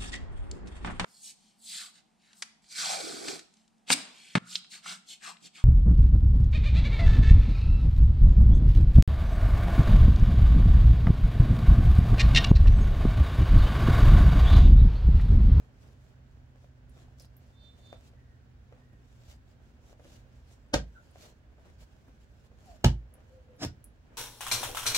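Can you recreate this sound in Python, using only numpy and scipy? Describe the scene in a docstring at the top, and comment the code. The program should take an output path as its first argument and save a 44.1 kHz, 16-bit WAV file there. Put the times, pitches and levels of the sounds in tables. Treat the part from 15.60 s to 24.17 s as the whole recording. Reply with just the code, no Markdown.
"""Three slaps on a pillow: each a smack of palm on cotton, a push of air and a boom from the bed.
Around them the pillow is worked into its case: threads hiss, stuffing rubs, folds pop taut
and jewellery clinks on the moving hands, all in a small furnished bedroom.
Outside, over a low rumble, an engine hums away, a small horn toots twice and something calls far off."""
import sys
import numpy as np
from scipy import signal
from scipy.fft import rfft, irfft, next_fast_len
from scipy.io import wavfile
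from scipy.ndimage import uniform_filter1d

SR = 44100
rng = np.random.default_rng(int(sys.argv[2]) if len(sys.argv) > 2 else 0)


def transcribe(u):
    """Save the signal u as a 16-bit wav file named by the first command-line argument.

    u: samples, shape (n,) or (channels, n), limited to [-1, 1]; the rate is SR.
    q: integer samples, one column per channel.
    """
    v = np.clip(np.atleast_2d(u).T, -1, 1)
    q = np.round(v * 32767).astype(np.int16)
    wavfile.write(sys.argv[1], SR, q)


N = 377932
TIME = np.arange(N) / SR


def amp(db):
    """Decibels to gain."""
    return 10 ** (np.asarray(db) / 20)


def unit(x):
    """Scales to an rms of one."""
    return x / np.sqrt(np.mean(x ** 2) + 1e-20)


def read(curve, hz):
    """Reads a curve on a log-frequency axis."""
    f, value = np.transpose(curve)
    return np.interp(np.log(hz + 1), np.log(np.abs(f) + 1), value)


def add(mix, s, sound):
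    """Drops a sound into the mix at time s."""
    part = mix[..., max(round(s * SR), 0):][..., :sound.shape[-1]]
    part += sound[..., :part.shape[-1]]


def bins(x):
    """Frequencies of the spectrum of x."""
    return np.fft.rfftfreq(x.shape[-1], 1 / SR)


def colour(x, eq):
    """Applies an EQ curve and scales to an rms of one."""
    return unit(irfft(rfft(x) * amp(read(eq, bins(x))), x.shape[-1]))


def drift(rate_hz):
    """Random modulation, smooth above the given rate."""
    noise = rng.standard_normal(next_fast_len(N, real=True))
    return unit(irfft(rfft(noise) / (1 + (bins(noise) / rate_hz) ** 4), len(noise))[:N])


def touch(t, swell, fall):
    """Contact force: a smooth hump with its own rise and fall."""
    return np.exp(-(t / np.where(t < 0, swell, fall)) ** 2)


def delay_pan(x, lag_s):
    """Places a near sound by making it reach the left ear late (early if negative)."""
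    left = irfft(rfft(x) * np.exp(-2j * np.pi * bins(x) * lag_s), len(x))
    return np.array([left, x])


def burst(t, envelope, eq, even_hz=300):
    """A puff of noise, flattened and then EQed, with the energy of its envelope."""
    spectrum = rfft(rng.standard_normal(len(t)) * envelope)
    width = max(round(even_hz * len(t) / SR), 1)
    spectrum /= np.sqrt(np.abs(uniform_filter1d(np.abs(spectrum) ** 2, width)) + 1e-20)
    return colour(irfft(spectrum, len(t)), eq) * np.sqrt(np.mean(envelope ** 2))


# Stereo image of diffuse sound: f/Hz, left-right correlation
STEREO_LIKENESS = [(60, 0.9), (130, 0.95), (290, 0.58), (640, 0.35), (1410, -0.19), (3100, 0.027),
                   (7000, -0.28)]


def diffuse(pair):
    """Long waves reach both ears alike: centred bass, wide treble."""
    left, other = rfft(pair)
    likeness = np.clip(read(STEREO_LIKENESS, bins(pair)), -1, 1)
    right = likeness * left + np.sqrt(1 - likeness ** 2) * other
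    return irfft(np.array([left, right]), pair.shape[-1])


# Short, dead bedroom reverb: f/Hz, t60/s
ROOM_DECAY = [(100, .32), (500, 0.16), (2000, 0.17), (6000, 0.16), (12000, 0.12)]


def room(x, wet_db, predelay_s=0.0011):
    """Dense reflections from near walls, each band dying at its own speed."""
    taps = diffuse(rng.standard_normal((2, SR // 2)))
    hz, t, bands = signal.stft(taps, SR, nperseg=256)
    decay = amp(-60 * t / read(ROOM_DECAY, hz)[:, None])
    tail = signal.istft(bands * decay, SR, nperseg=256)[1]
    tail *= np.clip(np.arange(tail.shape[1]) / SR / predelay_s - 1, 0, 1)
    tail /= np.linalg.norm(tail[0])
    return amp(wet_db) * signal.fftconvolve(x[None], tail, axes=1)[:, :N]


# Bass-heavy EQ of the ambience: f/Hz, level/dB
RUMBLE_EQ = [(15, -54), (25, -11.5), (59, 7.5), (120, -3.5), (180, -12), (236, -9), (301, -16.5),
             (575, -22.5), (1230, -29), (1560, -24), (2000, -30.5), (6740, -42.5), (9320, -51),
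             (14800, -51.5), (16000, -41.5)]


def room_tone(level_db=-56, swell_db=0.6):
    """Low, gently swelling rumble of the house and the traffic beyond."""
    rumble = colour(diffuse(rng.standard_normal((2, N))), RUMBLE_EQ)
    return amp(level_db + swell_db * drift(2.8)) * rumble


# Fader ride of the engine as it moves off: t/s, level/dB
ENGINE_FADE = [(0, -62.5), (1.2, -59.5), (2.2, -62), (3.4, -60.5), (4.2, -66.5), (4.8, -63.5), (5.3, -82)]


def engine(firing_hz=127.8, sag_hz_per_s=1.15, waver=.004, octave_db=-12, throb_db=.9):
    """An engine in the street hums at its slowly sinking firing rate."""
    s, db = np.transpose(ENGINE_FADE)
    pitch = (firing_hz - sag_hz_per_s * TIME) * (1 + waver * drift(9.3))
    phase = 2 * np.pi * np.cumsum(pitch) / SR
    hum = unit(np.sin(phase) + amp(octave_db) * np.sin(2 * phase))
    return amp(np.interp(TIME, s, db) + throb_db * drift(4)) * hum


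def far_tone(pitch, fading):
    """A sine that fades in and out as its many paths interfere."""
    start = rng.integers(N - SR)
    return np.sin(2 * np.pi * np.cumsum(pitch) / SR) * fading[start:][:len(pitch)]


# Horn cues: t/s, length/s, level/dB
HORN_TOOTS = [(1.9, 0.27, -63), (2.16, 0.24, -63)]
# Thin ring of its diaphragm: harmonic number, level/dB
HORN_PARTIALS = [(6, -21), (7, -16), (8, 4.5), (9, -10), (10, -8.5)]


def horn(wobble, fading, root_hz=447.4, waver=.0025):
    """A small horn toots twice, its diaphragm ringing in high harmonics."""
    out = np.zeros(N)
    for s, length, db in HORN_TOOTS:
        count = round(length * SR)
        pitch = root_hz * (1 + waver * wobble[round(s * SR):][:count])
        tone = sum(amp(level) * far_tone(k * pitch, fading) for k, level in HORN_PARTIALS)
        add(out, s, amp(db) * unit(tone) * np.hanning(count))
    return out


# Distant call cues: t/s, length/s, start f/Hz, end f/Hz, level/dB
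CALL_GLIDES = [(2.5, 0.32, 1925, 1870, -79.5), (3.119, 0.3, 1886, 1880, -80),
               (5.345, 0.054, 1454, 1418, -59), (7.044, 0.12, 837, 554, -60), (7.67, 0.16, 531, 513, -62.5),
               (7.86, 0.15, 505, 478, -61)]


def far_calls(wobble, fading, waver=0.032):
    """Faint calls, each one wavering tone that slides down."""
    out = np.zeros(N)
    for s, length, start_hz, end_hz, db in CALL_GLIDES:
        count = round(length * SR)
        pitch = np.linspace(start_hz, end_hz, count) * (1 + waver * wobble[round(s * SR):][:count])
        add(out, s, amp(db) * unit(far_tone(pitch, fading)) * signal.windows.tukey(count, .6))
    return out


def street(flutter_db=2):
    """The outdoor layer: the engine stays dry, horn and calls echo in the room."""
    hum = engine()
    wobble, fading = drift(120), amp(flutter_db * drift(14))
    far = horn(wobble, fading) + far_calls(wobble, fading)
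    return hum + amp(-3) * far + room(far, wet_db=0)


# Bracelet and chain hits: t/s, level/dB, ring f/Hz
LINK_HITS = [(1.295, -64.5, 9600), (1.598, -50, 5220), (1.607, -57, 5070), (1.621, -60, 9700),
             (1.653, -59, 4970), (1.767, -57, 13000), (5.084, -82, 9300), (5.51, -68, 9600),
             (7.057, -68, 10600), (7.539, -55.5, 10400), (7.964, -72, 10900), (8.242, -47, 10240)]
# Broad EQ of the tick and narrow EQ of the ring: multiple of the ring pitch, level/dB
TICK_EQ = [(.25, -24.5), (.7, -6), (1, 11.5), (1.3, 0), (1.7, -2.5), (3, -6)]
RING_EQ = [(.5, -35), (.88, -19), (.97, -3), (1, 0), (1.05, -5), (1.12, -11), (1.25, -22), (2, -30)]


def jewellery(ring_db=-7, ring_fall=0.012, tick_fall=0.0026):
    """Small metal links touch: a dry tick and a short, rattling ring."""
    t, out = np.arange(2 ** 13) / SR, np.zeros((2, N))
    skin_damping = np.exp(-t / .04)
    for s, db, hz in LINK_HITS:
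        tick = burst(t, np.exp(-t / tick_fall), np.array(TICK_EQ) * [hz, 1])
        ring = burst(t, np.exp(-t / ring_fall), np.array(RING_EQ) * [hz, 1])
        add(out, s, amp(db) * (tick + amp(ring_db) * ring) * skin_damping)
    return out * amp([[-1.5], [1.5]]) + room(out.mean(0), wet_db=-4)


# Folds pulled taut: t/s, level/dB, f/Hz, decay/s
FOLD_POPS = [(1.044, -52, 666, 0.0027), (1.483, -57.5, 760, .0015), (1.606, -55, 587, 0.0034),
             (2.329, -33.5, 667, 0.00087), (2.536, -52, 666, 0.0012), (3.125, -47, 550, 0.0029),
             (3.33, -49.5, 182, 0.0037), (4.329, -49, 636, 0.0015), (4.397, -50.5, 610, 0.005),
             (4.45, -53, 520, 0.011), (5.558, -45, 730, 0.0021), (5.981, -56.5, 600, 0.0056),
             (6.481, -51, 280, 0.0059), (6.916, -56.5, 474, 0.0093), (7.887, -55, 650, 0.0016)]


def flicks(attack_s=0.00046, skirt_db=-14, lead_s=.02):
    """A slack fold snaps taut with a soft, hollow pop."""
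    t, out = np.arange(2 ** 13) / SR - lead_s, np.zeros(N)
    for s, db, hz, fall in FOLD_POPS:
        hollow = [(hz / 8, -25), (hz / 1.55, -8), (hz, 0),
                  (hz * 1.35, skirt_db), (hz * 4, -24), (hz * 16, -48)]
        envelope = np.exp(np.minimum(t / attack_s, -t / fall))
        add(out, s - lead_s, amp(db) * burst(t, envelope, hollow))
    return delay_pan(out, -0.00016) + room(out, wet_db=-5)


def shifting_folds(x, depth_db, patch_frames=12, patch_bins=4):
    """Moving folds lift and shade narrow bands for a moment."""
    bands = signal.stft(x, SR, nperseg=512)[2]
    patches = uniform_filter1d(rng.standard_normal(bands.shape[1:]), patch_bins, 0)
    patches = unit(uniform_filter1d(patches, patch_frames, 1))
    return unit(signal.istft(bands * amp(depth_db * patches), SR, nperseg=512)[1][:, :N])


def effort(times, lengths, levels_db, fidget_db, rise_share=0.6, swing_db=2, flutter_db=1.36):
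    """A hand gathers speed and stops; between strokes the cloth never lies quite still."""
    power = amp(fidget_db + swing_db * drift(5.1)) ** 2
    for s, length, db in zip(times, lengths, levels_db):
        power += (amp(db) * touch(TIME - s, rise_share * length, (1 - rise_share) * length)) ** 2
    return np.sqrt(power) * amp(flutter_db * drift(30))


# Pushes and pulls on the case: peak t/s, length/s, hiss level/dB, rub level/dB
HAND_STROKES = [(.05, 0.25, -79, -66.5), (0.275, 0.17, -68.5, -65), (0.465, 0.22, -74.5, -73),
                (1.03, 0.13, -74, -81), (1.415, 0.13, -69, -64), (1.632, 0.075, -66, -67),
                (1.88, 0.21, -74.5, -70.5), (2.05, 0.078, -77, -75.5), (2.31, 0.34, -70.5, -70),
                (2.469, 0.083, -67.5, -72), (3.19, 0.12, -82, -67), (3.57, 0.26, -73.5, -79),
                (3.71, 0.12, -62, -65.5), (3.912, 0.064, -72, -69), (4.075, 0.084, -75, -86),
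                (4.295, 0.11, -68, -64.5), (4.534, 0.17, -62.5, -63.5), (4.78, 0.13, -74, -72),
                (4.924, 0.098, -65.5, -71), (5.46, 0.38, -74, -72), (5.653, 0.13, -58.5, -57.5),
                (6.074, 0.13, -73, -63), (6.225, 0.054, -61, -62), (6.42, 0.58, -77, -72),
                (6.634, .05, -73.5, -82.5), (6.784, 0.18, -76.5, -74), (6.86, .04, -68.5, -67),
                (7.112, 0.22, -67.5, -65), (7.584, 0.16, -84, -64), (7.745, 0.31, -77, -68.5),
                (7.95, 0.11, -79.5, -65.5), (8.555, .15, -81, -62.5)]
# Bright EQ of the threads and dull EQ of the stuffing: f/Hz, level/dB
HISS_EQ = [(800, 0), (1800, -5.5), (3000, 1), (5000, 0), (7300, -0.5), (9200, -9), (13000, -11.5),
           (16000, -13.5)]
RUB_EQ = [(60, -2), (180, 2), (350, 0), (600, 2), (1000, -7), (1700, -11), (3000, -15.5), (8000, -77.5)]


def cloth(snags_per_s=350, snag_spread_db=4, snag_gain=0.35):
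    """Threads catch and slip in a fine hiss, over the duller rub of the stuffing."""
    times, lengths, hiss_db, rub_db = np.transpose(HAND_STROKES)
    speed = effort(times, lengths, hiss_db, fidget_db=-84)
    pressure = effort(times, lengths, rub_db, fidget_db=-73)
    snags = (rng.random(N) < snags_per_s / SR) * rng.standard_normal(N)
    snags *= amp(snag_spread_db * np.minimum(rng.exponential(1, N), 3))
    grain = snag_gain * unit(delay_pan(snags, -.00015))
    hiss = shifting_folds(colour(rng.standard_normal((2, N)) + grain, HISS_EQ), depth_db=2)
    rub = colour(diffuse(rng.standard_normal((2, N))) + grain, RUB_EQ)
    return speed * hiss + pressure * rub


# Low modes of mattress and room: f/Hz, level/dB, t60/s
BED_MODES = [(54.7, 5, 0.43), (81.7, 7.5, 0.2), (116, -0.5, 0.3), (137.6, 6.5, 0.21), (178, -6.5, 0.27),
             (242.3, -1, 0.16), (345.4, -13.5, 0.22)]


def thud(t, tilt_db, give_s=0.003, push_s=0.002):
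    """The low end of a slap: a push of air escapes and the bed booms."""
    after = np.maximum(t, 0)
    boom = np.zeros(len(t))
    for k, (hz, db, t60) in enumerate(BED_MODES):
        tilted_db = db + tilt_db * np.log2(hz / BED_MODES[0][0])
        boom += (-1) ** k * amp(tilted_db - 60 * after / t60) * np.sin(2 * np.pi * hz * after)
    boom *= 1 - np.exp(-after / give_s)  # the stuffing gives way gradually
    age = after / push_s
    push = age * (2 - age) * np.exp(-age)
    return boom / abs(boom).max() + push / push.max()


# Base EQ of palm on cotton: f/Hz, level/dB
PALM_EQ = [(30, -13), (100, -0.5), (300, 1.5), (460, -5), (720, -4), (1100, -13), (1650, -10), (2200, -15),
           (3100, -12.5), (5500, -13), (7500, -16), (9500, -23.5), (13000, -23.5), (16000, -31)]


def smack_eq(pocket_hz, pocket_db, crack_hz, sheen_db, crack_db=9):
    """Air trapped under the palm and between the fingers lifts two bands; a shelf sets the sheen."""
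    hz = np.geomspace(30, 16000, 200)
    pocket = pocket_db * np.exp(-(np.log2(hz / pocket_hz) / 0.26) ** 2)
    crack = crack_db * np.exp(-(np.log2(hz / crack_hz) / .085) ** 2)
    sheen = sheen_db / (1 + (9000 / hz) ** 6)
    return np.column_stack([hz, read(PALM_EQ, hz) + pocket + crack + sheen])


# Hand hits, the last two merging into one slap: t/s, smack level/dB, attack/s, decay/s, pocket f/Hz,
# pocket boost/dB, crack f/Hz, sheen/dB, thud level/dB, thud tilt/(dB per octave), left ear lag/s
PALM_HITS = [(5.1426, -16, 0.0058, 0.0037, 598, 12, 1490, -9.5, -21, -8.5, -.0002),
             (7.246, -12.5, 0.0027, 0.0013, 842, 8, 2960, -4.5, -7.5, 0.5, .00014),
             (8.039, -32.5, 0.029, 0.0052, 690, 2, 5220, -6, -33.5, -6, .00011),
             (8.0493, -29.5, 0.0015, 0.0013, 149, 16, 5330, 4, -28, -0.5, .00011)]


def slaps(palm_share=0.45, low_cut_hz=52, lead_s=.08):
    """A hand lands on the pillow: a sharp smack of cloth on top of a deep thud."""
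    t = np.arange(2 ** 15) / SR - lead_s
    smacks, reverb_send, thuds = np.zeros((2, N)), np.zeros(N), np.zeros(N)
    for s, db, swell, fall, pocket_hz, pocket_db, crack_hz, sheen_db, thud_db, tilt_db, lag in PALM_HITS:
        start = s - lead_s
        eq = smack_eq(pocket_hz, pocket_db, crack_hz, sheen_db)
        fingers = touch(t, swell, fall)
        palm = touch(t, swell * palm_share, fall * palm_share)
        contact = (fingers + palm) / 2  # the fingers brush, then the palm lands
        add(smacks, start, delay_pan(amp(db) * burst(t, contact, eq, even_hz=514), lag))
        add(reverb_send, start, amp(db) * burst(t, contact, eq))  # the walls get it from other angles
        add(thuds, start, amp(thud_db) * thud(t, tilt_db))
    # the lowest bass of the thuds is cut away
    thuds = signal.sosfilt(signal.butter(2, low_cut_hz, "high", fs=SR, output="sos"), thuds)
    return smacks + room(reverb_send, wet_db=-3.5) + thuds * amp([[-.7], [.7]])


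def scene():
    """Ambience under the close action, leaning a little to the right."""
    ambience = (room_tone() + street()) * amp([[-1], [1]])
    return ambience + cloth() + flicks() + jewellery() + slaps()


def record(dry, cutoff_hz=15900):
    """A steep low-pass trims the very top of the mix."""
    lowpass = signal.firwin(511, cutoff_hz, window=("kaiser", 9), fs=SR)
    return signal.oaconvolve(dry, lowpass[None], "same")


dry = scene()
out = record(dry)
transcribe(out)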